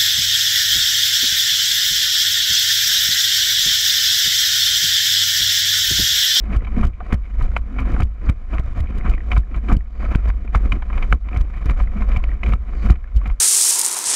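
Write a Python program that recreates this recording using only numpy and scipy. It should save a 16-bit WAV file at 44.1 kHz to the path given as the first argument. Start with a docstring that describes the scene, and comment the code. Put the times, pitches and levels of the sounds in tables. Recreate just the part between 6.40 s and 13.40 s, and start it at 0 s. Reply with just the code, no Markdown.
"""A kiteboard planes over choppy water, heard by a camera in a housing fixed to its deck.
From the start, wind buffets the housing and the board flexes near 52 Hz. Wind and water build up each
wave and break off behind it; crests slap the hull, landings thump the mount, trapped air gurgles.
Drops plink on the housing, mostly from 2.6 s on. The hardest slap comes at 4.7 s, a last sheet of
spray at 6.4 s and the strongest jolt just after it."""
import sys
import numpy as np
from scipy import signal
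from scipy.fft import rfft, irfft
from scipy.io import wavfile
from scipy.ndimage import uniform_filter1d

SR = 44100
rng = np.random.default_rng(int(sys.argv[2]) if len(sys.argv) > 2 else 0)


def transcribe(signal):
    """Save signal, clipped to [-1, 1], as a 16-bit WAV file at the path in sys.argv[1]."""
    frames = np.atleast_2d(signal).T
    limited = np.clip(frames, -1, 1)
    pcm = np.round(limited * 32767).astype(np.int16)
    wavfile.write(sys.argv[1], SR, pcm)


N = 308700
TIME = np.arange(N) / SR
FLEX_HZ = 51.67


def undb(db):
    """Decibels to gain."""
    return 10 ** (np.asarray(db) / 20)


def unit(x):
    """Scale to rms 1."""
    return x / np.sqrt(np.mean(x ** 2) + 1e-18)


def walk(rate_hz):
    """Ramps between random levels; rms 1."""
    step = int(SR / rate_hz)
    held = np.repeat(rng.standard_normal(N // step + 1), step)
    return unit(uniform_filter1d(held, step)[:N])


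def even(x, span_s):
    """Steady a noise over span_s, leaving its faster flutter."""
    span = int(span_s * SR)
    power = uniform_filter1d(uniform_filter1d(x ** 2, span), span)
    return x / np.sqrt(power + 1e-9)


def patter(per_s, spread_db):
    """Tiny random impacts, a few larger than the rest; rms 1."""
    sizes = undb(spread_db * np.minimum(rng.exponential(size=N), 4))
    hits = rng.random(N) < per_s / SR
    return unit(hits * sizes * rng.choice([-1, 1], N))


def coloured(x, spectrum):
    """Apply a spectrum, falling 24 dB an octave beyond its ends; rms 1."""
    hz = np.maximum(np.arange(N // 2 + 1) * SR / N, 1)
    points_hz, levels_db = np.transpose(spectrum)
    db = np.interp(np.log(hz), np.log(points_hz), levels_db)
    octaves_out = np.maximum(np.log2(hz / points_hz[-1]), 0) + np.maximum(np.log2(points_hz[0] / hz), 0)
    return unit(irfft(rfft(x) * undb(db - 24 * octaves_out), N))


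def resonate(x, hz, q):
    """One resonance, gain 1 at its centre."""
    return signal.lfilter(*signal.iirpeak(hz, q, fs=SR), x)


def bursts(source, events, rise_share, tail_s, tail_db):
    """Short swells of a source, each with a faint tail."""
    out = np.zeros(N)
    for time_s, length_s, level_db in events:
        near = slice(max(int((time_s - 4 * length_s) * SR), 0), int((time_s + 4 * length_s + .06) * SR))
        t = TIME[near] - time_s - (rise_share - .5) * length_s
        width_s = 2 * length_s * np.where(t < 0, rise_share, 1 - rise_share)
        swell = np.exp(-np.pi / 2 * (t / width_s) ** 2)
        tail = undb(tail_db) * (t > 0) * (1 - swell) * np.exp(-np.abs(t) / tail_s)
        burst = source[near] * (swell + tail)
        out[near] += undb(level_db) * burst * np.sqrt(length_s * SR / np.sum(burst ** 2))
    return out


# board and housing resonances: centre_hz, width_hz, lift_db
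BOARD_MODES = [(204, 47, 10), (228, 10, -0.5), (728, 73, 10), (1018, 153, 6), (1287, 160, 4),
               (2378, 660, 5.5), (3008, 255, 12), (3820, 340, 5), (4670, 420, 3.5), (7070, 470, 3)]

def board(x):
    """Each resonance of board and housing scales its own band and rings briefly."""
    for hz, width_hz, lift_db in BOARD_MODES:
        q = hz / width_hz * undb(lift_db / 2)
        x = x + (undb(lift_db) - 1) * resonate(x, hz, q)
    return x


def through_board(force, spectrum):
    """A coloured force heard through the board; rms 1."""
    return unit(board(coloured(force, spectrum)))


# spectra of rushing water and fine spray: freq_hz, level_db
RUSH_SPECTRUM = [(250, -36), (480, 6), (650, 0), (860, -8), (1150, 0), (1750, -5), (2400, -7.5),
                 (2750, -22.5), (3400, -26), (4500, -40.5), (9000, -69)]
SPRAY_SPECTRUM = [(2000, -23.5), (3500, 1), (4500, -3.5), (5800, -2.5), (7200, -6), (8500, -12.5),
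                  (12000, -14.5), (15000, -28)]

def foam():
    """Foam crackles softly over the faint hiss of the wake."""
    crackle = through_board(patter(per_s=900, spread_db=1.5), RUSH_SPECTRUM)
    wake = through_board(patter(per_s=2200, spread_db=4.5), SPRAY_SPECTRUM)
    return undb(-61.5) * crackle + undb(-74.5) * wake


# spray thrown across the housing: time_s, length_s, level_db
SPRAY_SHEETS = [(.67, .06, -75), (1.862, 0.012, -59), (3.64, 0.1, -66), (6.42, 0.068, -59.5)]
# its spectrum: freq_hz, level_db
SHEET_SPECTRUM = [(2500, -25), (3600, -11), (4200, 0), (4700, 4.5), (5300, -11), (6200, -4.5), (7500, -16),
                  (10000, -31)]

def sheets():
    """A sheet of spray builds into a narrow hiss and breaks off."""
    hiss = through_board(rng.standard_normal(N), SHEET_SPECTRUM)
    return bursts(hiss, SPRAY_SHEETS, rise_share=0.8, tail_s=.01, tail_db=-23)


# handfuls of drops on the deck: time_s, length_s, level_db
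DECK_SPLATTERS = [(0.543, .015, -53), (0.848, 0.028, -51), (2.483, 0.038, -48.5), (2.743, 0.038, -45),
                  (5.16, 0.035, -47), (5.915, 0.052, -51.5), (6.679, 0.0079, -55)]
# housing rattle: freq_hz, level_db
RATTLE_SPECTRUM = [(1100, -26.5), (1800, -7.5), (2300, 5), (2750, -16), (3300, -17), (4200, -27.5),
                   (7000, -34), (9000, -44.5), (14000, -55)]

def splatters():
    """Drops land in quick bunches and rattle the housing."""
    drumming = through_board(patter(per_s=1100, spread_db=5.5), RATTLE_SPECTRUM)
    return bursts(drumming, DECK_SPLATTERS, rise_share=0.28, tail_s=.012, tail_db=-25.5)


# mount crackle: freq_hz, level_db
TICK_SPECTRUM = [(600, -23.5), (2000, 5), (3500, 4.5), (5500, 4), (6600, 1), (8200, -1.5), (11000, -4.5),
                 (14500, -10), (15500, -17)]

def strain(shake, full_load=0.41):
    """The mount crackles on strong swings, as the fourth power of a saturating load."""
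    load = np.tanh(np.abs(shake) / full_load)
    return undb(-44) * load ** 4 * through_board(patter(per_s=22000, spread_db=5), TICK_SPECTRUM)


# larger drops and bubbles: start_s, pitch_hz, level_db
PLINKS = [(.207, 1960, -40), (.604, 1180, -30.5), (2.601, 1900, -43), (2.61, 2060, -35),
          (2.737, 2360, -32.5), (2.779, 1900, -35), (2.805, 1830, -36.5), (2.917, 2260, -20.5),
          (3.034, 1700, -47.5), (3.407, 1850, -44.5), (3.622, 2120, -37), (3.66, 1300, -34.5),
          (4.077, 2320, -37), (4.93, 2320, -34), (5.14, 1790, -41), (5.473, 2000, -37),
          (5.803, 1020, -39.5), (5.891, 1870, -36), (5.916, 1880, -36.5), (6.033, 2230, -21.5),
          (6.642, 1660, -41), (6.674, 1400, -46.5), (6.815, 1100, -36)]

def drops(decay_cycles=4, glide=0.03, attack_s=0.0012):
    """Each drop splats on the housing and rings a few cycles, rising slightly in pitch."""
    rings, t = np.zeros(N), np.arange(SR // 20) / SR
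    for start_s, pitch_hz, level_db in PLINKS:
        decay = np.exp(-t * pitch_hz / decay_cycles)
        turns = np.cumsum(pitch_hz * (1 + glide * (1 - decay))) / SR
        ring = decay * (1 - np.exp(-t / attack_s)) * np.sin(2 * np.pi * turns)
        start = int(start_s * SR)
        rings[start:start + len(t)] += undb(level_db + 3) * ring / np.abs(ring).max()
    water = through_board(rng.standard_normal(N), RUSH_SPECTRUM)
    splats = [(start_s + attack_s, .004, level_db - 6) for start_s, _, level_db in PLINKS]
    return rings + bursts(water, splats, rise_share=.15, tail_s=0.0056, tail_db=-12.5)


# air under the hull: time_s, pitch_hz, length_s, level_db
AIR_POCKETS = [(0.12, 203.5, 0.044, -24), (0.377, 225.5, 0.0087, -11.5), (0.403, 216, 0.021, -17.5),
               (0.614, 740, 0.0091, -32.5), (1.392, 253.3, 0.097, -30), (1.467, 215, 0.019, -33),
               (3.313, 266, 0.033, -25), (5.565, 213.7, 0.012, -22), (6.455, 215.7, 0.014, -22),
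               (6.502, 336, 0.0055, -21)]

def gurgles():
    """Air pockets swept under the board ring at a low, unsteady pitch."""
    out = np.zeros(N)
    wobbled_s = np.cumsum(1 + 0.067 * walk(rate_hz=150)) / SR
    for time_s, pitch_hz, length_s, level_db in AIR_POCKETS:
        near = np.abs(TIME - time_s) < 2 * length_s
        swell = np.exp(-np.pi / 2 * ((TIME[near] - time_s) / length_s) ** 2)
        out[near] += undb(level_db + 1) * swell * np.sin(2 * np.pi * pitch_hz * wobbled_s[near])
    return out


def bubbling(per_size_per_s=42, q=10.3):
    """Bubbles of 14 sizes, each struck at random moments and ringing a few cycles; rms 1."""
    pitches_hz = np.geomspace(500, 2800, 14)
    return unit(sum(resonate(patter(per_size_per_s, spread_db=1.5), hz, q) for hz in pitches_hz))


# waves ridden: leave_s, crest_s, build_s, rush_db, churn_db, spray_db, flex_db, buffet_db
CHOP = [(0.16, 0.033, 0.14, -36.0, -27, -58.5, -18.5, -19), (0.46, 0.097, 0.373, -39, -27, -62, -16, -16.0),
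        (0.739, 0.008, 0.105, -33.5, -25.5, -57.5, -18.5, -20),
        (1.048, 0.045, 0.075, -42, -33, -60, -18, -13.5),
        (1.177, 0.013, 0.35, -41.5, -34, -60.5, -14.5, -20), (1.483, 0.11, 0.068, -39, -36, -67, -18, -29),
        (1.626, 0.12, 0.266, -39, -26.5, -59.5, -20.5, -19.5),
        (1.898, 0.044, 0.087, -40, -30, -63.5, -19, -18.5),
        (2.195, 0.061, 0.036, -37, -29.5, -60, -17, -31),
        (2.398, 0.024, 0.37, -39.5, -34, -58.5, -19.5, -15.5),
        (2.597, 0.031, 0.077, -41.5, -29.5, -62.5, -26.5, -23.5),
        (2.736, 0.085, 0.348, -39, -29, -62.5, -21, -17.5),
        (2.976, 0.055, 0.13, -39, -28, -57.0, -19.5, -21), (3.178, 0.021, 0.091, -42, -31.5, -63, -20, -21),
        (3.328, 0.02, 0.066, -33, -19.5, -52.5, -15, -13),
        (3.764, 0.16, 0.044, -40, -34.0, -62.5, -22.5, -21.5),
        (3.9, 0.025, 0.26, -39.5, -35.5, -62.0, -13.5, -20.0),
        (4.157, 0.0046, 0.01, -29.5, -29.5, -51, -11.0, -25.5),
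        (4.349, 0.14, 0.52, -43.5, -30, -64, -20.5, -19.0), (4.64, 0.1, 0.23, -40.5, -44, -64.5, -34, -17),
        (4.731, 0.005, 0.33, -39.0, -26.5, -56, -12, -19.5),
        (5.009, 0.066, 0.09, -40, -32.5, -63, -16, -18.5), (5.312, 0.039, 0.21, -37, -31, -58, -19, -19.5),
        (5.407, 0.006, 0.25, -36.5, -31.5, -57, -48, -12.5),
        (5.631, 0.022, 0.15, -43, -27.5, -63, -19.5, -19),
        (5.776, 0.1, 0.39, -37.5, -31.5, -61.0, -19, -16.5),
        (5.952, 0.12, 0.319, -47, -37.5, -69, -20.5, -22.0),
        (6.129, 0.079, 0.05, -37.5, -26.5, -59.5, -13.5, -20.5),
        (6.524, 0.1, 0.23, -38, -29.5, -58.5, -16.5, -16.5), (6.775, 0.014, 0.024, -54, -37, -62, -15, -33),
        (6.913, 0.052, 0.16, -43, -36.5, -66, -16.5, -21.5)]
CHOP_LAYERS = ("rush", "churn", "spray", "flex", "buffet")

def ride_db(layer, fall_s, trough_db, lag_s=0, approach_share=0.41, contact_s=0.014):
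    """A layer's level builds up each wave, jumps as the hull meets the crest, holds and dies away."""
    t = TIME[::SR // 1000]
    power = undb(trough_db) ** 2
    for leave_s, crest_s, build_s, *levels_db in CHOP:
        ahead_s = np.maximum(leave_s - crest_s + lag_s - t, 0)
        behind_s = np.maximum(t - leave_s - lag_s, 0)
        approach = approach_share * np.exp(-(ahead_s / build_s) ** 2)
        contact = (1 - approach_share) * np.exp(-ahead_s / contact_s)
        crest_gain = undb(levels_db[CHOP_LAYERS.index(layer)])
        power = power + (crest_gain * (approach + contact) * np.exp(-behind_s / fall_s)) ** 2
    return np.interp(TIME, t, 10 * np.log10(power))


def wash(bubble_share=0.44):
    """Water patters, bubbles and churns along the hull on each wave; spray prickles on the housing."""
    flutter = walk(rate_hz=110)
    rush_db = ride_db("rush", fall_s=0.016, trough_db=-60) - 0.1 + 2.87 * flutter
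    churn_db = ride_db("churn", fall_s=0.026, trough_db=-53) - 2.4 + 3.26 * flutter
    spray_db = ride_db("spray", fall_s=0.01, trough_db=-86) - 0.25 + 2.4 * flutter
    impacts = through_board(patter(per_s=5000, spread_db=2), RUSH_SPECTRUM)
    bubbles = through_board(even(bubbling(), span_s=0.011), RUSH_SPECTRUM)
    rush = np.sqrt(1 - bubble_share) * impacts + np.sqrt(bubble_share) * bubbles
    churn = even(through_board(rng.standard_normal(N), CHURN_SPECTRUM), span_s=0.027)
    spray = through_board(patter(per_s=9300, spread_db=6), SPRAY_SPECTRUM)
    return undb(rush_db) * rush + undb(churn_db) * churn + undb(spray_db) * spray


# crests hitting the hull: time_s, length_s, body_db, rattle_db
CREST_SLAPS = [(0.133, 0.0046, -34, -34.5), (0.156, 0.012, -32.5, -46), (.25, 0.0049, -40, -39.5),
               (0.2737, 0.0076, -35, -39), (0.436, 0.012, -25.5, -37.5), (0.607, 0.0047, -29.5, -70),
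               (0.726, 0.0025, -19.5, -25.5), (1.013, 0.0045, -25, -48), (1.1666, 0.003, -12, -20),
               (1.392, 0.012, -28, -32), (1.566, 0.0029, -22.5, -56), (1.6028, .0034, -21, -34),
               (1.622, 0.002, -27, -28.5), (1.8945, 0.0063, -26.5, -32.5), (2.184, 0.0014, -27, -26.5),
               (2.666, 0.012, -28, -37.5), (2.9197, 0.0068, -25, -26.5), (2.932, 0.0028, -25, -34),
               (2.9688, 0.0077, -22.5, -33), (3.148, 0.0085, -33, -40.5), (3.2877, 0.0047, -28.5, -32.5),
               (3.3044, 0.014, -24.5, -46), (3.321, 0.0075, -25, -39), (3.7517, 0.0026, -18.5, -27),
               (3.902, 0.0013, -25, -31), (4.1498, 0.0032, -11.5, -27), (4.323, 0.0036, -23, -20.5),
               (4.425, 0.0045, -28.5, -38.5), (4.5037, .005, -29.5, -44), (4.531, .0041, -30.5, -36.5),
               (4.5805, 0.0044, -27.5, -35), (4.628, 0.0069, -30, -29), (4.727, 0.0021, -6, -19.5),
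               (4.888, 0.0033, -35, -36.5), (4.9644, 0.0046, -29, -32.5), (5.2988, 0.0025, -24, -26.5),
               (5.402, 0.0044, -26, -37), (5.623, 0.0058, -26.5, -36), (5.72, 0.0075, -37, -38),
               (5.765, .0063, -29, -29.5), (5.8404, .0019, -24.5, -27), (6.0365, 0.0034, -40, -26),
               (6.065, 0.0065, -34, -32.5), (6.124, 0.0049, -37, -32.5), (6.136, 0.0018, -18.5, -30),
               (6.5007, 0.003, -21, -31.5), (6.558, 0.0044, -42.5, -43.5), (6.86, 0.0063, -36, -37.5),
               (6.901, .0037, -32, -37)]
# hull knock: freq_hz, level_db
KNOCK_SPECTRUM = [(200, -10.5), (450, -1), (700, -7), (900, -7), (1150, -2.5), (1550, -6), (1850, -17.5),
                  (3000, -43), (8000, -66.5)]

def slaps(low_cut_hz=800):
    """A crest closes on the hull in milliseconds: a hollow knock and a brighter housing rattle."""
    time_s, length_s, body_db, rattle_db = np.transpose(CREST_SLAPS)
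    hull = even(coloured(rng.standard_normal(N), KNOCK_SPECTRUM), span_s=0.0036)
    housing = even(coloured(rng.standard_normal(N), RATTLE_SPECTRUM), span_s=0.0036)
    body = bursts(hull, zip(time_s, length_s, body_db), rise_share=0.1, tail_s=0.013, tail_db=-26.5)
    rattle = bursts(housing, zip(time_s, length_s, rattle_db), rise_share=0.14, tail_s=0.006, tail_db=-19)
    # a small struck patch drives the low resonances only weakly
    body = signal.sosfilt(signal.butter(2, low_cut_hz, "high", fs=SR, output="sos"), body)
    return board(undb(-3) * body + undb(-4) * rattle)


# wind force on the housing: freq_hz, level_db
BUFFET_SPECTRUM = [(9, -24), (18, -6.5), (27, 3.5), (38, -4.5), (55, -6.5), (90, -21), (150, -41.5),
                   (400, -68.5)]

def wind():
    """Eddies push on the housing; the board hums at its wavering bending mode. Each wave stirs both."""
    # the air lags the lift of the board
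    buffet_db = ride_db("buffet", fall_s=0.052, trough_db=-32.5, lag_s=0.013) + 1.1
    flex_db = ride_db("flex", fall_s=0.056, trough_db=-36) - 0.23
    eddies = even(through_board(rng.standard_normal(N), BUFFET_SPECTRUM), span_s=0.11)
    bend_hz = FLEX_HZ * (1 + 0.0863 * walk(rate_hz=35))
    bend = np.sqrt(2) * np.sin(2 * np.pi * np.cumsum(bend_hz) / SR)
    return undb(buffet_db) * eddies + undb(flex_db + 2.1 * walk(rate_hz=40)) * bend


# jolts against the chop: time_s, push_db, length_s
LANDINGS = [(0.1656, -2, 0.007), (0.413, -13.5, 0.0046), (.437, -9.5, 0.004), (0.453, -5.5, 0.0032),
            (0.4717, -0.5, 0.011), (0.73, -4, 0.0018), (0.744, -2, 0.0052), (1.026, -5.5, 0.0054),
            (1.178, -6.5, .012), (1.405, -7.5, 0.006), (1.521, -11, 0.0073), (1.6066, -2, 0.0038),
            (1.634, 1.5, 0.0077), (1.8985, 0, 0.0035), (2.197, -8.5, 0.0036), (2.4072, -1, 0.0071),
            (2.5843, -4.5, 0.0092), (2.698, -6, 0.0076), (2.98, -2, 0.0042), (3.1634, -12.5, 0.0051),
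            (3.3282, -3, 0.0025), (3.369, -5.5, 0.003), (3.7576, 1, 0.002), (3.8896, -12, 0.0051),
            (4.155, 1, 0.007), (4.329, -8, 0.0058), (4.73, -4.5, 0.0032), (4.9736, -3, 0.0059),
            (5.0138, -1.5, 0.0085), (5.259, -11.5, 0.002), (5.3097, -7, 0.005), (5.772, -1.5, 0.0067),
            (6.0923, -8.5, 0.0037), (6.139, -7.5, 0.0047), (6.461, -9.5, 0.0076), (6.5062, 3, 0.0044),
            (6.766, -4, 0.0062), (6.8773, -9.5, 0.0056)]

def jolts(rebound=0.44, width_hz=28):
    """One pressure pulse per jolt; the board springs back; the mount ticks, more if hard and short."""
    push, ticks = np.zeros(N), []
    for time_s, push_db, length_s in LANDINGS:
        near = slice(int((time_s - .04) * SR), int((time_s + .04) * SR))
        push[near] += undb(push_db) / np.cosh(np.e * (TIME[near] - time_s) / length_s)
        tick_db = -38.5 + 0.73 * push_db - 21.5 * np.log10(length_s / 0.0046)
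        ticks.append((time_s, 0.6 * length_s, tick_db))
    omega = 2 * np.pi * FLEX_HZ
    bending_mode = signal.bilinear([omega ** 2], [1, 2 * np.pi * width_hz, omega ** 2], SR)
    spring = signal.lfilter(*bending_mode, push)
    thump = signal.sosfilt(signal.butter(1, 17, "high", fs=SR, output="sos"), push - rebound * spring)
    grit = through_board(rng.standard_normal(N), TICK_SPECTRUM)
    return undb(-1) * thump + bursts(grit, ticks, rise_share=0.9, tail_s=0.0033, tail_db=-23)


# low churn of water: freq_hz, level_db
CHURN_SPECTRUM = [(50, -28.5), (85, 8.5), (130, -4), (200, -3), (320, -5), (480, -13.5), (700, -26.5),
                  (1500, -56.5)]

def scene():
    """Everything reaches one microphone through the housing, with no room around it."""
    shake = wind() + jolts()
    water = wash() + slaps() + gurgles() + foam() + sheets() + splatters() + drops()
    return (shake + strain(shake) + water)[None]


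def record(dry, top_hz=15300):
    """The camera rounds peaks near full scale and cuts the top."""
    rounded = dry / (1 + dry ** 8) ** (1 / 8)
    return signal.sosfilt(signal.ellip(8, .2, 70, top_hz, fs=SR, output="sos"), rounded)


dry = scene()
out = record(dry)
transcribe(out)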